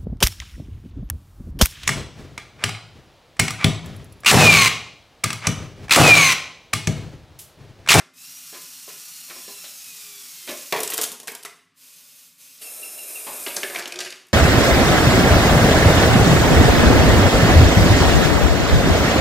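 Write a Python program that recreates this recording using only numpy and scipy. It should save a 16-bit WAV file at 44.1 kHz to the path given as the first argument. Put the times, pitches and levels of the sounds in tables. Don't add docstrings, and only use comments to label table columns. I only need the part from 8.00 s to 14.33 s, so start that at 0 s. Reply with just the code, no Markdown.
import sys
import numpy as np
from scipy import signal
from scipy.fft import rfft, irfft, next_fast_len
from scipy.io import wavfile
from scipy.ndimage import uniform_filter1d

SR = 44100
rng = np.random.default_rng(int(sys.argv[2]) if len(sys.argv) > 2 else 0)


def volts_from_db(level):
    exponent = np.asarray(level, float) / 20
    return 10 ** exponent


def bounce(signal):
    frames = np.transpose(np.atleast_2d(signal))
    limited = np.clip(frames, -1, 1)
    pcm = np.round(limited * 32767).astype(np.int16)
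    wavfile.write(sys.argv[1], SR, pcm)


N = 279153
TIME = np.arange(N) / SR

# t/s, tooth rate f/Hz, level/dB
ARM_LIFTING = [(.133, 1230, -58.5), (.185, 1295, -46), (.24, 1366, -41.5), (.32, 1436, -40.5),
               (1.05, 1454, -39.5), (1.55, 1357, -39), (1.8, 1294, -39.5), (2.02, 1207, -39),
               (2.25, 1118, -40), (2.47, 1030, -39.5)]
# t/s, tooth rate f/Hz, level/dB
ARM_FREED = [
    (2.47, 1330, -36.5),
    (2.772, 1310, -38.5),
    (2.9, 1370, -38),
]
# multiple of tooth rate, level/dB
ARM_ORDERS = [(1, -6), (2, 1), (3, 2), (4, 1), (5, -1), (6, -3), (7, -5)]
# f/Hz, level/dB per Hz
ARM_HISS = [(210, -41.5), (400, -21.5), (822, -14), (904, -16), (1090, -11.5), (1280, -9), (1410, -9.5),
            (1570, -10.5), (2300, -7), (2520, -2), (3100, -5), (5650, 0.5), (10600, -1.5), (13300, -1.5),
            (15300, -1)]


def arm_motor():
    return motor([ARM_LIFTING, ARM_FREED], ARM_ORDERS, ARM_HISS, wobble=0.0065,
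                 grit_db=1.14, whine_db=-19.0, hum_db=-21.5, hum_width_hz=26)


# t/s, tooth rate f/Hz, level/dB
BUCKET_TIPPING = [(3.74, 1180, -77), (3.78, 1240, -53.5), (3.84, 1269, -47.5), (4.24, 1283, -47.5),
                  (4.37, 1218, -57.5), (4.41, 1260, -45), (4.62, 1240, -47)]
# multiple of tooth rate, level/dB
BUCKET_ORDERS = [(.47, -8), (2, -8), (4, -4), (5, 1)]
# f/Hz, level/dB per Hz
BUCKET_HISS = [(210, -68), (350, -27), (590, -16), (648, -26.5), (1010, -17), (1300, -20), (1430, -12),
               (1600, -19), (2690, -9), (2910, -9), (3300, -10), (5060, -7.5), (15300, -7)]


def bucket_motor():
    return motor([BUCKET_TIPPING], BUCKET_ORDERS, BUCKET_HISS, wobble=0.01,
                 grit_db=-3.0, whine_db=-20, hum_db=-34.5, hum_width_hz=80)


# t/s, tooth rate f/Hz, level/dB
WHEELS_DRIVING = [(4.6, 1332, -64), (4.62, 1310, -37.5), (5.0, 1340, -37), (5.13, 1287, -35),
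                  (5.27, 1225, -36), (5.45, 1200, -34.5), (5.8, 1180, -38.5), (5.83, 1157, -70)]
# multiple of tooth rate, level/dB
WHEEL_ORDERS = [(1, -5), (2, -4), (3, -5), (4, -2), (5, -6), (7, 0)]
# f/Hz, level/dB per Hz
WHEEL_HISS = [(160, -31.5), (280, -16), (447, -9), (556, -10), (636, -6), (889, -18), (1370, -16.5),
              (2020, -18), (2500, -9.5), (2970, -18), (4010, -14.5), (4430, -17), (8500, -6), (9400, -2),
              (10600, -6), (13200, -4), (15300, -16)]


def wheel_motor():
    return motor([WHEELS_DRIVING], WHEEL_ORDERS, WHEEL_HISS, wobble=0.008,
                 grit_db=1.44, whine_db=-20.5, hum_db=-27.5, hum_width_hz=110)


# f/Hz, level/dB
HOUSING = [(1000, -4), (2200, 0), (2550, 5), (2850, -1), (3300, -2), (3700, 3), (3850, -1), (4000, 5),
           (4090, 4), (4170, 2), (4300, 1), (4900, 2), (5200, 7), (5400, 5), (5600, 7), (5800, 6),
           (6150, 0), (6550, 7), (6800, 4), (7200, 2), (7700, 1), (9000, 5)]
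# t/s, share of speed lost, build-up/s, release/s
JAMS = [
    (.27, 0.04, .27, .03),
    (.54, .045, .34, .04),
]
HUM_HZ = (410, 361)


def motor(curves, orders, hiss, wobble, grit_db, whine_db, hum_db, hum_width_hz):
    gate, tooth_hz, effort_db = motor_curves(curves)
    loaded = TIME < curves[0][-1][0]
    speed = 1 - shower(JAMS) + wobble * walk(60)
    phase = 2 * np.pi * np.cumsum(tooth_hz * speed) / SR

    whine = np.zeros(N)
    for order, order_db in orders:
        housing_db = np.interp(order * tooth_hz, *np.transpose(HOUSING))
        patchy_db = 2.8 * (0.62 * walk(14) + 0.76 * walk(45))
        whine += volts_from_db(order_db + housing_db + patchy_db) * np.sin(order * phase)

    shaft = np.sin(phase / 2.86) * volts_from_db(walk(7))
    hum = sum(band(band(shaft, hz, hum_width_hz), hz, hum_width_hz) for hz in HUM_HZ)

    grit = volts_from_db(grit_db * rng.exponential(size=N) + 0.86 * walk(120))
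    brushes = rng.standard_normal(N) * grit * (1 + 0.077 * np.cos(phase / 6))
    geared = volts_from_db(whine_db) * whine + volts_from_db(hum_db) * hum
    return gate * volts_from_db(effort_db) * (unit(colour(brushes, hiss)) + loaded * geared)


def motor_curves(curves):
    gate = np.zeros(N)
    for curve in curves:
        gate += np.clip(np.minimum(TIME - curve[0][0], curve[-1][0] - TIME) / 0.0046, 0, 1)
    for curve in curves[1:]:
        gate += np.abs(TIME - curve[0][0]) < .006
    s, tooth_hz, effort_db = np.transpose(np.concatenate(curves))
    return np.minimum(gate, 1), np.interp(TIME, s, tooth_hz), np.interp(TIME, s, effort_db)


# t/s, level/dB, f/Hz, a third of the fade time/s
SQUEAKS = [(4.612, -49, 4640, 0.017), (4.61, -47, 2800, 0.0064), (4.64, -43, 2770, 0.016),
           (4.825, -40.5, 2780, 0.015), (4.985, -40.5, 2810, 0.013), (5.15, -40.5, 2770, 0.012),
           (5.17, -50, 2490, 0.03), (5.326, -45, 2770, 0.0084)]


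def squeaks():
    out = np.zeros(N)
    t = np.arange(SR // 4) / SR
    for s, db, hz, rise in SQUEAKS:
        phase = 2 * np.pi * hz * t * (1 - .33 * t)
        pair = np.sin(phase) + 0.35 * np.sin(.955 * phase)
        swell = np.minimum(t / 0.0046, 1) * np.exp(-(t / (3 * rise)) ** 2)
        start = int(s * SR)
        out[start:start + len(t)] += volts_from_db(db) * swell * pair
    return out * volts_from_db(4.5 * walk(140))


# t/s, crack peak level/dB, thud level/dB re crack, crack f/Hz, crack length/s
SNAGS = [(0.0, -35, -14.5, 1600, 0.023), (0.001, -40.5, -27, 4800, 0.045), (0.524, -42, 0, 2000, 0.015),
         (0.538, -37, -20, 3300, .008), (0.546, -33, -12, 2400, 0.012), (.56, -37, -12, 1400, .015),
         (0.878, -41, 2, 3000, 0.01), (.886, -37, -20, 3500, .015), (0.9, -36, -20, 1900, 0.012),
         (1.285, -39, -11, 5560, .0094), (1.299, -30, -14, 3000, 0.012), (1.308, -31, -14, 1500, .015),
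         (1.358, -37, -6, 5560, 0.018), (1.478, -37.5, -2.5, 3000, 0.013), (1.64, -33, -13, 3500, 0.023),
         (2.474, -28.5, -9, 2350, 0.029), (2.483, -30.5, -4.5, 3000, .01), (2.49, -24.5, -5, 2600, 0.019),
         (2.494, -23, -30, 10500, .004), (2.507, -25.5, -12, 9000, 0.007), (2.514, -27, -15, 7000, .005),
         (2.572, -27, -16, 7000, 0.008), (2.62, -32, -20, 7000, .006), (4.614, -38, -35, 2760, 0.024),
         (5.266, -30, -6.5, 2620, 0.046)]
# f/Hz, level/dB, t60/s
ARM_MODES = [(272, -9, 0.26), (358, -6.5, 0.24), (409, 3.5, 0.069), (488, -2, 0.05), (580, 14, 0.02),
             (643, 5, 0.03), (784, 0.5, 0.049), (1016, 5, 0.11), (1110, -10, 0.043), (1682, -2.5, 0.11)]


def arm_snags():
    return blows(SNAGS, ARM_MODES, ring_db=-7.5, ring_s=0.012, ring_top_hz=2270, scrape=1.55,
                 snap=0, wide_db=-25, rise_s=0.0017, spread=1.0)


# t/s, crack peak level/dB, thud level/dB re crack, crack f/Hz, crack length/s
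FALL = [(2.724, -8, -14, 3100, 0.008), (2.761, -17, -11, 2340, 0.022), (2.791, -20, -30, 13500, .004),
        (2.803, -13, -20, 9000, 0.008), (2.832, -10, -24.5, 8900, 0.006), (2.845, -21, -27, 11000, .012),
        (2.876, -15, -28, 8100, 0.0043), (2.901, -13, -26, 10500, 0.015), (2.92, -17.5, -18, 3000, 0.018),
        (2.935, -13.5, -18, 9830, 0.005), (2.941, -12, -27, 9500, 0.0078), (2.972, -18, -38, 9700, .004),
        (2.978, -11, -43, 9000, 0.005), (2.987, -15, -28, 3940, 0.011), (3.013, -10.5, -38, 9200, 0.0095),
        (3.02, -12, -44, 10500, 0.011), (3.034, -11, -49, 9900, 0.0058), (3.038, -12, -43, 6530, 0.009),
        (3.117, -23.5, -17.5, 8800, 0.006), (3.123, -24, -25, 9600, 0.011), (3.2, -24.5, -21, 8300, 0.0081),
        (3.231, -32, -11, 8520, 0.012), (3.272, -20, -21, 8900, 0.024), (3.28, -16.5, -32, 2400, 0.0075),
        (3.318, -25.5, -12.5, 9900, 0.0062), (3.35, -20.5, -22.5, 8100, 0.005),
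        (3.428, -30, -30, 7000, 0.006), (3.433, -28, -26, 9500, .005), (3.449, -26, -13, 1500, 0.005),
        (3.45, -23, -43, 7400, 0.011), (3.457, -26, -30, 6500, .004)]
# f/Hz, level/dB, t60/s
PLATE_MODES = [(251, -10, 0.092), (315, -41, 0.055), (408.3, -2, 0.28), (452, -1, 0.13), (527, -4, 0.13),
               (576, -1, 0.044), (642, -14, 0.074), (698, 3.5, 0.055), (802, -0.5, 0.12), (962, 0, 0.12),
               (1087, 0.5, 0.092), (1240, -23, 0.12), (1550, -31, .08), (1865, -4, 0.077)]


def plate_fall():
    return blows(FALL, PLATE_MODES, ring_db=-16.0, ring_s=0.013, ring_top_hz=3000, scrape=0.72,
                 snap=0.9, wide_db=-5, rise_s=0.0007, spread=1.26)


# t/s, crack peak level/dB, thud level/dB re crack, crack f/Hz
RAM = [(5.439, -28, -37, 8570), (5.464, -20, -13.5, 3000), (5.468, -22.5, -11.5, 2800),
       (5.482, -22.5, -20, 3180), (5.504, -31.5, -6.5, 2750), (5.563, -24, -24, 6000),
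       (5.566, -11, -19, 6400), (5.632, -13, -17, 2600), (5.699, -28, -6, 2760), (5.747, -21, -16, 2400),
       (5.759, -20.5, -11.5, 2500), (5.787, -23, -12.5, 5600), (5.794, -23, -22, 4400),
       (5.823, -28, -20, 3500), (5.856, -21.5, -18.5, 2900), (5.875, -26, -22, 7000),
       (5.878, -29, -27, 6500), (5.922, -23, -19, 5450), (5.958, -23, -16, 4000), (5.989, -17.5, -18, 4370),
       (6.004, -19, -21, 4670), (6.01, -19, -21, 3970), (6.049, -25, -17, 4500), (6.104, -26, -22.5, 4470),
       (6.124, -27, -28, 2960), (6.268, -46, -30, 9800), (6.284, -46.5, -44, 9550)]
# f/Hz, level/dB, t60/s
FRAME_MODES = [(228, -35, .1), (312, -36, 0.071), (375.6, 0.5, 0.22), (480, -13, 0.074), (567, 8, 0.062),
               (627, 6, 0.075), (698, 6.5, 0.035), (920, -6, 0.098), (1030, -29, 0.07), (1230, -3.5, 0.12),
               (1616, 6.5, 0.076), (1880, -8, 0.14)]


def frame_ram():
    crack_s = 0.0071
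    return blows([event + (crack_s,) for event in RAM], FRAME_MODES, ring_db=-8.0, ring_s=0.0066,
                 ring_top_hz=6600, scrape=2.9, snap=1.0, wide_db=-15.5, rise_s=0.00054, spread=1.3)


def blows(events, modes, ring_db, ring_s, ring_top_hz, scrape, snap, wide_db, rise_s, spread):
    out = np.zeros(N + SR)
    t = np.arange(SR // 6) / SR
    hz, mode_db, t60 = np.array(modes).T[:, :, None]
    for s, db, thud_db, crack_hz, length in events:
        noise = rng.standard_normal((3, len(t)))
        level_chance, pitch_chance = rng.standard_normal((2, len(modes), 1))

        decay = np.exp(-t / length) + snap * np.exp(-t / .002)
        burst = noise[0] * decay * np.minimum(t / max(.07 * length, rise_s), 1)
        crack = band(band(burst, crack_hz, spread * crack_hz), crack_hz, 2 * crack_hz)
        crack = crack + volts_from_db(wide_db) * burst

        ring_hz = min(0.83 * crack_hz, ring_top_hz)
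        ring = band(noise[1] * np.exp(-t / ring_s), ring_hz, ring_hz / 3)

        mode_level = volts_from_db(mode_db + 2 * level_chance - 60 * t / t60)
        body = mode_level * np.sin(2 * np.pi * hz * (1 + 0.025 * pitch_chance) * t)
        contact = noise[2] * np.exp(-t / (scrape * length))
        thud = signal.fftconvolve(body.sum(axis=0), contact)[:len(t)]

        hit = peak(crack) + volts_from_db(ring_db) * peak(ring) + volts_from_db(thud_db + 3.0) * peak(thud)
        start = int(s * SR)
        out[start:start + len(t)] += volts_from_db(db) * hit
    return signal.sosfilt(signal.butter(4, 190, "high", fs=SR, output="sos"), out[:N])


# t/s, level/dB, f/Hz, decay/s
RINGS = [(2.726, -20.5, 576, 0.0072), (2.726, -22.5, 1920, 0.022), (2.775, -22.5, 415, 0.024),
         (2.988, -27.5, 433, 0.013), (3.124, -44, 960, 0.031), (3.279, -30, 1580, 0.008),
         (3.301, -57, 960, 0.11), (2.727, -24.5, 976, 0.016), (2.725, -41, 1100, 0.013),
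         (2.727, -22.5, 700, 0.0074), (2.728, -25.5, 601, 0.036), (2.74, -28.5, 452, 0.036),
         (2.876, -19, 8000, 0.0026), (3.45, -31.5, 1240, 0.0058), (3.285, -36, 434, .02),
         (3.36, -50, 1550, .02), (5.856, -27, 3000, .004), (5.464, -25, 2750, .004), (3.33, -45, 960, .03),
         (.885, -46.5, 436, 0.034), (5.268, -33, 900, 0.03), (5.27, -34, 1080, .03),
         (5.467, -24.5, 2980, 0.008), (5.565, -16, 5850, 0.0029), (5.575, -32, 6510, .008),
         (5.634, -22, 1710, 0.019), (5.747, -26, 2170, 0.004), (5.758, -19.5, 2300, 0.0034),
         (5.787, -26, 1730, 0.019), (5.7, -31.5, 1760, .015), (5.505, -30, 2750, 0.013),
         (5.922, -25.5, 2450, 0.0054), (2.76, -32.5, 650, 0.024), (2.727, -27.5, 1850, .025),
         (5.634, -29, 389, 0.023), (6.065, -29.5, 2850, 0.018), (3.037, -23, 6450, 0.0052),
         (3.283, -33.5, 2200, 0.019), (3.457, -30.5, 1970, 0.0071), (3.352, -41, 3400, 0.014),
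         (2.728, -24.5, 3400, .012), (5.875, -33.5, 360, 0.016), (5.951, -37, 378, 0.055),
         (5.99, -32, 7650, 0.0096), (5.992, -30, 4830, 0.011), (6.059, -46, 373, 0.033),
         (6.8, -40, 4700, 0.011)]


def rings():
    out = np.zeros(N + SR)
    t = np.arange(SR // 5) / SR
    for s, db, hz, decay in RINGS:
        width_hz = max(hz / 7, 1 / decay)
        scrape = rng.standard_normal(len(t)) * np.exp(-t / decay)
        ring = band(band(scrape, hz, width_hz), hz, 3 * width_hz)
        start = int(s * SR)
        out[start:start + len(t)] += volts_from_db(db) * peak(ring)
    return out[:N]


# t/s, bright level/dB, dull level/dB re bright, rise/s, decay/s
PLATE_RATTLE = [
    (0.0, -67, 23, 0.0016, 0.04),
    (2.722, -40.5, 13, 0.0021, 0.07),
    (2.86, -39, -16, 0.072, 0.033),
    (2.985, -29.5, 6.5, 0.0016, 0.025),
    (3.27, -43, -2, 0.022, 0.036),
    (3.45, -43, 2, 0.0036, 0.03),
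]
# f/Hz, level/dB per Hz
PLATE_TONE = [(530, -31), (900, -6.5), (1430, 10), (1560, 15), (2360, -5), (2720, 3), (3030, 7.5),
              (13800, -20), (15500, -6)]
# t/s, bright level/dB, dull level/dB re bright, rise/s, decay/s
FRAME_RATTLE = [
    (5.265, -50.5, 8, 0.011, 0.4),
    (5.464, -29.5, 3, 0.0036, 0.017),
    (5.565, -36.5, 8, 0.0028, 0.037),
    (5.67, -33.5, 3, 0.079, 0.12),
    (5.985, -28, -21, 0.02, 0.065),
]
# f/Hz, level/dB per Hz
FRAME_TONE = [(530, -42), (900, -17), (1710, 3), (2890, -2), (3140, -10), (4940, -2), (8050, -7.5),
              (11200, -10), (13400, -15), (15500, -31)]


def rattle(events, tone):
    ticks = (rng.random(N) < 1500 / SR) * volts_from_db(2.5 * rng.exponential(size=N))
    smear = signal.lfilter([1], [1, -np.exp(-1 / (0.0011 * SR))], ticks)
    bright = unit(colour(smear * rng.standard_normal(N), tone))
    shake = np.sqrt(smear) * rng.standard_normal(N)
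    dull = np.zeros(N)
    for hz, width_hz, db in [(270, 37, -9), (415, 115, 7), (619, 350, -7.0), (950, 1100, 5.5)]:
        dull += volts_from_db(db) * band(band(shake, hz, width_hz), hz, 2 * width_hz)
    bright_level = shower([(s, volts_from_db(db - 6.5), rise, decay) for s, db, _, rise, decay in events])
    dull_level = shower([(s, volts_from_db(db + dull_db - 8.5), rise, decay) for s, db, dull_db, rise, decay in events])
    return bright_level * bright + dull_level * unit(dull)


# f/Hz, t60/s
ROOM_T60 = [(650, 0.49), (1400, 0.54), (4000, 0.5), (12000, 0.28)]


def room(near, send):
    t = np.arange(int(SR * .6)) / SR
    hz, t60 = np.transpose(ROOM_T60)
    noise = rng.standard_normal(len(t))
    tail = np.zeros(len(t))
    for f in 150 * 2 ** np.arange(0, 7, .5):
        tail += band(noise, f, f / 2) * volts_from_db(-60 * t / np.interp(np.log(f), np.log(hz), t60))
    tail = tail * np.clip((t - .002) / 0.012, 0, 1)
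    return near + signal.fftconvolve(send, tail / np.sqrt(np.sum(tail ** 2)))[:N]


# f/Hz, level/dB per Hz
RUMBLE_TONE = [(15, -59), (25, -37), (54, -21), (69, -24), (97, -4), (134, -11.5), (162, 3.5), (177, 4),
               (204, -14), (259, 4.5), (302, -11), (322, -16.5), (340, -20.5), (440, -44), (750, -120)]


def boards():
    thuds = [(event[0], volts_from_db(event[1] + event[2] - 39.5), .02, 0.1) for event in SNAGS + FALL + RAM]
    steady = volts_from_db(np.where(TIME < 2.5, -66, -72))
    level = np.hypot(steady, shower(thuds)) * volts_from_db(0.5 * walk(18.0))
    return level * unit(colour(rng.standard_normal(N), RUMBLE_TONE))


# f/Hz, level/dB per Hz
HUSH_TONE = [(200, -48), (340, 0), (412, -35), (613, -42), (843, -20), (1120, 2), (1520, -11), (1700, -1),
             (5260, -11), (15300, -42)]


def room_hush():
    return volts_from_db(-70.5 + 0.45 * walk(4.3)) * unit(colour(rng.standard_normal(N), HUSH_TONE))


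def unit(x):
    return x / np.sqrt(np.mean(x ** 2))


def peak(x):
    return x / np.abs(x).max()


def colour(x, tone):
    hz, db = np.transpose(tone)
    size = next_fast_len(len(x))
    bins = np.log(np.arange(size // 2 + 1) * SR / size + 1)
    gain = volts_from_db(np.interp(bins, np.log(hz), db))
    return irfft(rfft(x, size) * gain, size)[:len(x)]


def walk(rate):
    knots = rng.standard_normal(int(N / SR * rate) + 2)
    steps = np.repeat(knots, 8)
    smooth = uniform_filter1d(uniform_filter1d(steps, size=8), size=8)
    return np.interp(TIME, np.arange(len(smooth)) / (8 * rate), unit(smooth))


def band(x, hz, width_hz):
    return signal.lfilter(*signal.iirpeak(hz, hz / min(width_hz, SR / 3), SR), x)


def shower(events):
    out = np.zeros(N)
    for s, gain, rise, decay in events:
        start = int(s * SR) + 1
        t = np.maximum(TIME[start:] - s, 0)
        out[start:] += gain * np.minimum(t / rise, 1) ** 2 * np.exp(-np.maximum(t - rise, 0) / decay)
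    return out


def scene():
    motors = arm_motor() + bucket_motor() + wheel_motor() + squeaks()
    clatter = arm_snags() + plate_fall() + frame_ram() + rings()
    clatter = clatter + rattle(PLATE_RATTLE, PLATE_TONE) + rattle(FRAME_RATTLE, FRAME_TONE)
    send = volts_from_db(-8.5) * motors + volts_from_db(-7.0) * clatter
    mono = room(motors + clatter, send) + room_hush() + boards()
    return np.array([mono, mono])


def roll_off(x):
    return signal.sosfilt(signal.butter(12, 16470, fs=SR, output="sos"), x)


def record(dry):
    mix = signal.sosfilt(signal.cheby2(16, 60, 15600, fs=SR, output="sos"), dry)
    return roll_off(mix)


dry = scene()
out = record(dry)
bounce(out)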